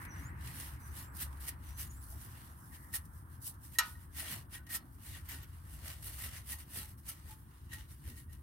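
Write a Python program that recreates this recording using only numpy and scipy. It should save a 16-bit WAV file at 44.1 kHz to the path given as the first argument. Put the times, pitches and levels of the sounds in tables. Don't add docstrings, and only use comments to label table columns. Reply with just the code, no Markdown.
import sys
import numpy as np
from scipy import signal
from scipy.fft import rfft, irfft, next_fast_len
from scipy.io import wavfile
from scipy.ndimage import uniform_filter1d, map_coordinates

SR = 44100
rng = np.random.default_rng(int(sys.argv[2]) if len(sys.argv) > 2 else 0)


def generate_wav(sig):
    pcm = np.round(np.clip(np.atleast_2d(sig).T, -1, 1) * 32767).astype(np.int16)
    wavfile.write(sys.argv[1], SR, pcm)


def undo_db(level):
    steps = np.asarray(level, float) / 20
    return 10 ** steps


N = 371322
WIPE_RISE, FLICK_RISE = 0.48, 0.36

# pitch_hz, share
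NEAR = [(300, 1), (700, 0.48), (3000, 0.073), (7000, -0.026), (12000, -0.023)]


def rag():
    # pitch_hz, width_hz, level_db
    pan_rubbed = [(2870, 110, 5), (4300, 70, 2), (5040, 240, -6), (6600, 54, -0.5), (8320, 200, -2),
                  (9180, 220, -4.5), (11270, 140, -9), (11900, 47, -10), (12370, 26, -2), (13700, 74, -28),
                  (13900, 34, -7)]
    # pitch_hz, width_hz, level_db
    plug_modes = [(1885, 40, 1), (1790, 120, -15), (2780, 120, -15), (3985, 70, -17), (6725, 60, -18),
                  (11500, 60, -16)]
    # pitch_hz, level_db (per Hz)
    hiss_colour = [(1760, -22), (3000, -14), (5710, -5), (7150, -7.5), (8170, 0), (10500, 4.5),
                   (15100, 0.5), (16000, -5.5)]
    body_colour = [(240, -3.5), (400, -11.5), (667, -9), (1650, -1), (1880, 3.5), (2550, -4), (2790, -2),
                   (7110, -9), (8500, -5.5), (11000, -42), (18700, -120)]
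    flex_colour = [(250, -2.5), (330, -2), (480, -3), (680, 8), (900, 1), (1300, -46), (2500, -120)]

    hiss_gain, body_gain, plug_gain, flex_gain = strokes()
    catch = undo_db(0.6 * wobble(45) + 1.4 * wobble(500)) * (0.83 + 0.15 * snags(rate=200, t60=0.025))
    metal = lambda hz: 1 + undo_db(-7) * np.abs(modes(pan_rubbed)(hz))
    hiss = rush(lambda hz: shape(hiss_colour)(hz) * metal(hz), NEAR, patchy_db=1.9)
    body = rush(lambda hz: shape(body_colour)(hz) * metal(hz), NEAR, patchy_db=1.6)
    flex = undo_db(5) * flex_gain * rush(shape(flex_colour), NEAR, patchy_db=1.5)
    grip = undo_db(-1.5 + 2.5 * wobble(40)) * plug_gain * rng.standard_normal((2, N))
    plug = filtered(grip, modes(plug_modes)) * np.sqrt(SR / 2 / 60)
    return catch * (undo_db(1.54) * hiss_gain * hiss + undo_db(1.0) * body_gain * body + flex) + plug


def strokes():
    # peak_s, length_s, hiss_db, press_db (body over hiss, more when pressed on metal)
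    draws = [(.051, 0.061, -63.5, -5), (.478, 0.1, -53, -3), (.884, 0.074, -58, -14),
             (1.17, 0.044, -50, -23), (1.36, 0.27, -65, -6), (1.49, 0.027, -40, -10),
             (1.496, 0.09, -57, -1.5), (2.121, 0.091, -55, -34), (3.348, 0.095, -65, -9),
             (3.75, 0.055, -55, -7), (4.02, 0.12, -63, -8.5), (4.321, 0.15, -44.5, -2.5),
             (4.756, 0.044, -36.5, -10), (5.435, 0.048, -63.5, 3), (5.747, 0.14, -57.5, -6.5),
             (6.244, 0.12, -45.5, -5), (6.362, 0.11, -51, -1), (6.524, 0.068, -42, -6.5),
             (7.315, 0.081, -54, -5.5)]
    wipes = [(.201, 0.16, -60.5, -3.5), (.609, 0.19, -49.5, -4.5), (.989, 0.1, -49, -8),
             (1.217, 0.057, -39, -10), (1.685, 0.13, -58.5, -4.5), (2.226, 0.16, -55.5, -9),
             (2.393, 0.25, -60, -4.5), (2.746, 0.53, -62, -27), (3.171, 0.13, -64, -18),
             (3.47, 0.064, -42.5, -24), (3.665, 0.11, -58, -12), (3.88, 0.13, -54, -13),
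             (4.201, 0.076, -41.5, -6), (4.549, 0.055, -49, -3.5), (4.63, 0.042, -79.5, 1),
             (4.9, 0.33, -75, -7), (5.11, 0.15, -52, -5), (5.265, 0.06, -59.5, -8),
             (5.15, 0.087, -70.5, 12.5), (5.536, 0.18, -67, -4.5), (5.889, 0.15, -50.5, -2.5),
             (6.14, 0.089, -53.5, -6), (3.535, 0.058, -67, -10), (8.4, .08, -78, -1), (1.45, .06, -53, -9),
             (.02, 0.065, -58, -10), (2.04, 0.065, -57, -33), (6.605, 0.056, -53, -6),
             (6.777, 0.12, -45.5, -5.5), (6.9, .07, -59, -8), (4.725, .04, -47, -8), (4.94, .06, -66, -30),
             (5.06, .07, -55, -10), (7.66, .08, -72, -3), (8.0, .08, -68, -6), (7.17, 0.21, -66, 0),
             (7.4, 0.086, -68, -12), (7.554, 0.2, -72, 0.5), (7.74, 0.04, -58, -8), (8.088, 0.085, -55, -5),
             (8.334, 0.074, -64.5, -5.5)]
    flicks = [(1.806, 0.072, -42.5, -10), (2.745, 0.046, -56, -5), (2.8, 0.47, -75, -18),
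              (2.95, 0.038, -37, -10), (3.057, 0.021, -59, -29), (6.059, 0.074, -45.5, -8.5),
              (7.088, 0.074, -47.5, -7), (7.09, 0.022, -41.5, -14), (7.736, 0.075, -56, -1.5),
              (7.79, 0.086, -61.5, 1), (7.912, 0.07, -58.5, -6.5), (8.177, 0.071, -55.5, -7.5)]
    snatches = [(.052, 0.0079, -51, -7), (.6, 0.023, -48.5, -4), (1.405, 0.061, -55, -9.5),
                (1.913, 0.11, -59.5, -15), (3.42, 0.034, -54, -35), (3.635, 0.025, -57, -24),
                (4.668, 0.015, -61.5, -1), (4.704, 0.063, -48.5, -3), (.803, 0.062, -61, -18),
                (4.749, 0.01, -46.5, -17.5), (5.29, 0.022, -52, -25), (5.297, 0.088, -47.5, -2),
                (6.027, 0.012, -50, -10), (2.944, .01, -44, -8), (7.731, .01, -52, -3),
                (6.981, 0.043, -63.5, -11.5), (1.328, 0.0051, -61.5, 0), (8.329, 0.011, -53.5, -14)]
    # peak_s, length_s, level_db
    heavy_drags = [
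        (4.232, 0.06, -61.5),
        (4.366, 0.046, -69),
        (4.763, 0.27, -78),
        (5.87, 0.3, -74.5),
        (6.778, 0.17, -74.5),
        (2.14, 0.092, -73),
        (6.11, 0.068, -72),
    ]
    # peak_s, length_s, level_db
    plug_sings = [(1.476, .06, -62), (2.73, .05, -70), (2.923, 0.026, -61), (4.56, 0.052, -67),
                  (4.717, 0.09, -58), (5.1, .15, -69), (5.323, .1, -63), (5.2, .08, -71), (5.413, .04, -66),
                  (6.07, .04, -61), (6.33, .04, -74), (7.709, 0.046, -62), (7.72, 0.028, -52),
                  (8.112, .1, -68), (8.215, .06, -76), (8.322, 0.064, -69)]
    plug_under_body_db = -12.5

    power = np.zeros((4, N))
    for rows, rise in [(draws, 0.61), (wipes, WIPE_RISE), (flicks, FLICK_RISE), (snatches, 0.14)]:
        for s, length, db, press_db in rows:
            i, envelope = swell(s, length, rise)
            body_db = db + press_db
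            power[:3, i] += undo_db([[db], [body_db], [body_db + plug_under_body_db]]) ** 2 * envelope
    add_swells(power[3], heavy_drags, WIPE_RISE)
    add_swells(power[2], plug_sings, WIPE_RISE)
    return np.sqrt(power)


def add_swells(power, rows, rise):
    for s, length, db in rows:
        i, envelope = swell(s, length, rise)
        power[i] += undo_db(db) ** 2 * envelope


def swell(s, length, rise):
    i = np.arange(max(round((s - 0.3) * SR), 0), min(round((s + 0.35) * SR), N))
    late = i / SR - s
    side = length * np.where(late < 0, rise, 1 - rise)
    return i, np.exp(-2 * np.abs(late / side) ** 1.55)


def snags(rate, t60):
    hits = (rng.random(N) < rate / SR) * rng.exponential(1, N)
    return signal.lfilter([1], [1, -undo_db(-60 / (t60 * SR))], hits)


def ribs():
    # peak_s, length_s, level_db
    rib_rubs = [
        (2.744, .08, -61.5),
        (2.843, .12, -65),
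        (5.15, .08, -68),
        (5.3, 0.046, -65),
    ]
    # pitch_hz, width_hz, level_db
    rib_modes = [(1640, 250, -1), (1930, 390, 1)]
    power = np.zeros(N)
    add_swells(power, rib_rubs, FLICK_RISE)
    skin = filtered(rng.standard_normal((2, N)), lambda hz: modes(rib_modes)(hz) ** 2)
    return np.sqrt(power) * unit(skin)


def knuckle_tap():
    # start_s, level_db
    knuckle_blow = (3.7855, -23)
    pan_pitches = [921, 969, 1040, 1255, 1331, 1468, 1006, 1600, 860, 1150, 1516, 1760, 1883, 2374, 2760,
                   2890, 2985, 3983, 4025, 4307, 5100, 5679, 6725, 6780, 8570, 9350, 11080, 11510, 12400]
    # level_db, t60_s
    pan_decays = [(-8, 0.11), (-2, 0.075), (-10.5, 0.078), (-12, 0.22), (1, 0.078), (-10.5, 0.2),
                  (-14, 0.16), (-39, 0.19), (-23, 0.12), (-28, 0.2), (-20, 0.23), (-7, 0.08), (8.5, 0.055),
                  (-17, 0.16), (-9, 0.05), (-12.5, 0.1), (-9, 0.065), (-2, 0.06), (-10.5, 0.07),
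                  (-21.5, 0.13), (-5.5, 0.04), (-10.5, 0.1), (-1.5, 0.049), (-23.5, 0.081), (-6, .05),
                  (-1.5, 0.031), (-9, 0.045), (-4.5, 0.057), (-3.5, 0.055)]

    t = np.arange(SR // 2) / SR
    ring = np.zeros((2, len(t)))
    for hz, (db, t60) in zip(pan_pitches, pan_decays):
        build = 1 - np.exp(-t * (hz / 1000) ** 2 / 0.019)
        ring += undo_db(db - 60 * t / t60) * unsteady(hz, t, spread=0.68, wander=0.012) * build
    crack = band(rng.standard_normal((2, len(t))) * undo_db(4.5 - 60 * t / 0.052), 2500, 13500)
    shiver = band(rng.standard_normal((2, len(t))) * undo_db(-7.5 - 60 * t / 0.26), 900, 5000)
    blow = ring + shiver * (1 - np.exp(-t / 0.002)) + crack * (1 - np.exp(-t / 0.0022))

    out = np.zeros((2, N + SR))
    start, db = knuckle_blow
    out[:, round(start * SR):][:, :len(t)] += undo_db(db) * blow
    return out[:, :N]


def light_touches():
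    # start_s, level_db
    thumb_ticks = [(1.485, -44), (2.935, -39.5), (3.753, -44), (3.95, -53), (4.18, -58), (4.198, -41),
                   (4.541, -48), (4.556, -49), (4.575, -48), (4.668, -51), (4.7, -41.5), (4.742, -37.5),
                   (4.759, -49), (5.079, -62), (5.14, -52), (5.287, -56), (5.344, -57), (6.514, -45),
                   (7.728, -40), (7.738, -38), (8.171, -54.5)]
    # pitch_hz, swell_s, t60_s
    plug_ring = (1885, .004, .085)
    # start_s, level_db, pitch_hz
    palm_nudges = [(4.578, -45.5, 1490), (4.735, -41, 1313), (4.79, -59, 4300), (5.145, -52, 1790),
                   (5.272, -50, 1750), (4.73, -43, 5100), (4.723, -51, 3985), (6.49, -50, 3985),
                   (6.78, -46, 3985), (6.655, -63, 2800), (7.07, -48, 3000), (7.07, -54, 5100),
                   (7.073, -51, 5650), (7.075, -52, 6500), (5.33, -46, 1484), (5.37, -51, 1450),
                   (5.42, -60, 3000), (5.51, -57, 2830), (6.255, -47, 1310), (6.52, -48, 865),
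                   (6.58, -59, 2820), (6.808, -46, 860), (7.075, -43, 1335), (7.288, -42, 870),
                   (7.712, -50.5, 3950), (7.757, -49, 865)]
    # swell_s, t60_s
    panel_ring = (.022, .12)
    # start_s, level_db
    nail_clicks = [
        (4.701, -54),
        (5.287, -46),
        (5.428, -56),
        (7.088, -53),
    ]
    # pitch_hz, level_db, t60_s
    bolt_modes = [(11900, 2, 0.054), (12300, -2.5, 0.16), (13500, -5, 0.055), (13860, 2, .045),
                  (15460, 1, .04)]

    touches = [(s, db, *plug_ring) for s, db in thumb_ticks]
    touches += [(s, db - 17, 3985, 0.004, 0.06) for s, db in thumb_ticks]
    touches += [(*row, *panel_ring) for row in palm_nudges]
    for s, db in nail_clicks:
        touches += [(s, db + mode_db, hz, 0.001, t60) for hz, mode_db, t60 in bolt_modes]

    out, t = np.zeros((2, N + SR)), np.arange(SR // 4) / SR
    damp = undo_db(1.8 * wobble(70))
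    for s, db, hz, rise, t60 in touches:
        start = round(s * SR)
        ring = unsteady(hz, t, spread=0.4, wander=0.038) * (1 - np.exp(-(t / rise) ** 2))
        out[:, start:][:, :len(t)] += undo_db(db - 60 * t / t60) * ring * np.resize(damp[start:], len(t))
    return out[:, :N]


def unsteady(hz, t, spread, wander):
    drift = wander * np.sqrt(hz / 2000) * np.cumsum(rng.standard_normal(len(t)))
    return np.sin(2 * np.pi * hz * t + drift + rng.normal(0, spread, (2, 1)))


def bumps():
    # peak_s, length_s, level_db
    forearm_bumps = [
        (4.333, 0.13, -55),
        (5.352, 0.13, -59),
        (6.772, 0.042, -50.5),
        (7.265, 0.105, -62.5),
        (8.092, 0.095, -55),
    ]
    # pitch_hz, level_db (per Hz)
    boom_colour = [(60, -41), (110, 7), (230, 2), (400, -7), (600, -20), (1200, -51)]
    power = np.zeros(N)
    add_swells(power, forearm_bumps, FLICK_RISE)
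    return np.sqrt(power) * unit(filtered(rng.standard_normal(N), shape(boom_colour)))


def bird():
    # start_s, length_s, from_hz, to_hz, level_db
    syllables = [(.078, .028, 6150, 6050, -67), (.103, .052, 5840, 5860, -63), (.155, .05, 5860, 5860, -66),
                 (.198, .035, 5900, 6120, -70), (.225, .035, 6450, 6650, -71),
                 (.252, .028, 6950, 7100, -67), (.278, .018, 7300, 7600, -70),
                 (.288, .025, 8100, 8250, -66), (.803, .065, 6050, 6020, -70),
                 (.865, .022, 5900, 5820, -68), (.885, .075, 5950, 6080, -70),
                 (.972, .035, 6450, 6700, -70), (1.005, .025, 6900, 7200, -72),
                 (1.026, .032, 7350, 7500, -67), (1.058, .045, 7600, 7600, -72),
                 (1.095, .04, 7950, 8050, -73), (1.648, .032, 6020, 6060, -67),
                 (1.678, .055, 5800, 5950, -65), (1.735, .035, 6050, 6090, -68),
                 (1.772, .05, 6100, 6150, -66), (1.83, .035, 6550, 6650, -69),
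                 (1.862, .025, 6850, 6850, -68), (1.892, .03, 6750, 6950, -68),
                 (1.92, .035, 6900, 7050, -67), (1.952, .025, 7450, 7650, -68),
                 (1.976, .022, 7750, 7950, -66), (1.996, .02, 7620, 7600, -71)]
    out = np.zeros(N)
    flutter_hz = 20 * wobble(35) + 60 * wobble(250)
    tremble_db = 2.5 * wobble(60) + 2.5 * wobble(220)
    husk_db = 2 * wobble(80)
    for s, length, from_hz, to_hz, db in syllables:
        i = np.arange(round(s * SR), round((s + length) * SR))
        share = np.linspace(0, 1, len(i))
        hz = from_hz + (to_hz - from_hz) * share + flutter_hz[i]
        envelope = np.sqrt(np.abs(np.sin(np.pi * share)))
        out[i] += envelope * undo_db(db + tremble_db[i] + husk_db[i]) * tone(hz)
    return np.array([out, undo_db(4) * np.roll(out, 7)])


def street():
    # time_s, level_db
    traffic_swell = [(0, -50), (.12, -49), (.6, -51), (1.3, -50), (1.8, -47), (2.5, -53), (4.2, -53),
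                     (4.8, -56.5), (5.4, -49), (6.8, -52.5), (7.6, -54.5), (8.42, -51.5)]
    # pitch_hz, level_db (per Hz)
    rumble_colour = [(12, -63), (20, -32), (65, 2), (81, 1.5), (130, -11), (170, -36), (290, -120)]
    drone_colour = [(53, -36), (90, -5.5), (132, -4.5), (210, -14), (269, -14.5), (328, -16.5),
                    (440, -31.5), (600, -37), (780, -64), (1320, -120)]
    tyre_colour = [(240, -44.5), (400, -14), (671, -8.5), (993, 2.5), (1740, -3), (2740, -35), (3380, -38),
                   (3800, -41.5), (5000, -45), (6500, -64), (11000, -120)]
    spray_colour = [(900, -64.5), (1500, -3), (1900, -0.5), (2700, -13), (3500, -40), (6000, -62)]
    # pitch_hz, share
    far_alike = [(60, 0.96), (250, 1), (500, 1), (1200, 0.27), (4000, 0.01)]
    # start_s, end_s, from_hz, to_hz, level_db
    exhaust = (.12, .88, 134, 119, -57)

    t = np.arange(N) / SR
    away = 1 / (1 + t / 1.19)
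    traffic = undo_db(np.interp(t, *np.transpose(traffic_swell)))
    rumble = traffic * undo_db(0.2 + 1.1 * wobble(2.66)) * rush(shape(rumble_colour), far_alike, patchy_db=1.2)
    drone_gain = np.hypot(undo_db(-60.5), undo_db(-52) * away)
    drone = drone_gain * undo_db(0.86 * wobble(5.4)) * rush(shape(drone_colour), far_alike, patchy_db=1.5)
    tyre_gain = undo_db(-59.5 + 4.0 + 1.2 * wobble(2.436)) * away ** 0.91
    tyres = tyre_gain * rush(shape(tyre_colour), far_alike, patchy_db=1.5)
    spray = undo_db(-55.5) * away ** 2.4 * rush(shape(spray_colour), far_alike, patchy_db=2.0)

    start, end, from_hz, to_hz, db = exhaust
    heard = np.clip(np.minimum(t - start, end - t) / 0.033, 0, 1)
    glide_hz = np.interp(t, [start, end], [from_hz, to_hz])
    note = heard * undo_db(db + 3.0 + 1.88 * wobble(17.2)) * tone(glide_hz)
    idle_s, idle_half_s, idle_db = 1.45, 0.88, -49.5
    idle_swell = np.exp(-((t - idle_s) / idle_half_s) ** 2)
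    idle = undo_db(idle_db + 4 * wobble(9)) * idle_swell * tone(70 + 2 * wobble(6))

    far = rumble + drone + tyres + spray + note + idle
    return np.array([far[0], np.roll(far[1], 16)])


def air():
    # pitch_hz, level_db (per Hz)
    air_colour = [(880, -41), (1500, -33.5), (2300, -22), (2770, -29.5), (3030, 1.5), (6830, -30),
                  (8660, 8), (14600, 5.5), (16000, 7.5)]
    return undo_db(-70) * rush(shape(air_colour), [(3000, 0.1)], patchy_db=1.6)


def garage(x):
    # pitch_hz, t60_s
    echo_decay = [(500, 0.76), (2000, 0.21), (10000, 0.012)]
    hz, t, z = signal.stft(rng.standard_normal((2, SR // 2)), SR, nperseg=256)
    tail = signal.istft(z * undo_db(-60 * t / along(echo_decay, hz)[:, None]), SR, nperseg=256)[1]
    late = np.pad(x, ((0, 0), (300, 0)))
    return signal.fftconvolve(late, tail / np.linalg.norm(tail[0]), axes=1)[:, :N]


def unit(x):
    return x / np.sqrt(np.mean(x ** 2) + 1e-20)


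def along(points, hz):
    f, v = np.transpose(points)
    return np.interp(np.log(hz + 1), np.log(f + 1), v)


def shape(points):
    return lambda hz: undo_db(along(points, hz))


def wobble(rate):
    return map_coordinates(rng.standard_normal(int(N * rate / SR) + 4), [np.arange(N) * rate / SR])


def tone(hz):
    return np.sin(2 * np.pi * np.cumsum(hz) / SR)


def band(x, low_hz, high_hz):
    return signal.sosfilt(signal.butter(2, [low_hz, high_hz], "band", fs=SR, output="sos"), x)


def filtered(x, response):
    m = next_fast_len(N + SR // 2)
    return irfft(rfft(x, m) * response(np.fft.rfftfreq(m, 1 / SR)), m)[..., :N]


def modes(peaks):
    def response(f):
        total = 0
        for k, (c, w, db) in enumerate(peaks):
            total = total + (-1) ** k * undo_db(db) * 1j * f * w / (c * c - f * f + 1j * f * w)
        return total
    return response


def rush(colour, alike, patchy_db):
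    z = signal.stft(rng.standard_normal((2, N)), nperseg=512)[2]
    field = uniform_filter1d(uniform_filter1d(rng.standard_normal(z.shape[1:]), 6, 0), 8, 1)
    pair = signal.istft(z * undo_db(patchy_db * unit(field)), nperseg=512)[1][:, :N]
    turn = lambda hz: np.arccos(np.clip(along(alike, hz), -1, 1)) / 2
    mid, side = filtered(pair, lambda hz: colour(hz) * [np.cos(turn(hz)), np.sin(turn(hz))])
    return unit(np.array([mid + side, mid - side]))


def scene():
    cloth, knock, call = rag(), knuckle_tap() + light_touches(), bird()
    echoes = garage(undo_db(-16) * knock + undo_db(-15) * cloth + undo_db(-2) * call)
    return cloth + ribs() + knock + bumps() + call + street() + air() + echoes


def top_cut(x):
    return signal.sosfilt(signal.butter(12, 16550, fs=SR, output="sos"), x)


def record(dry):
    # pitch_hz, left_minus_right_db
    port_lean = [(60, 2), (250, 1), (500, -3.5), (1000, -5), (2000, 2.5), (8000, 1), (13000, -3.2)]
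    ports = lambda hz: undo_db(along(port_lean, hz) * [[0.5], [-0.5]]) * (hz < 15850)
    return top_cut(filtered(dry, ports))


dry = scene()
out = record(dry)
generate_wav(out)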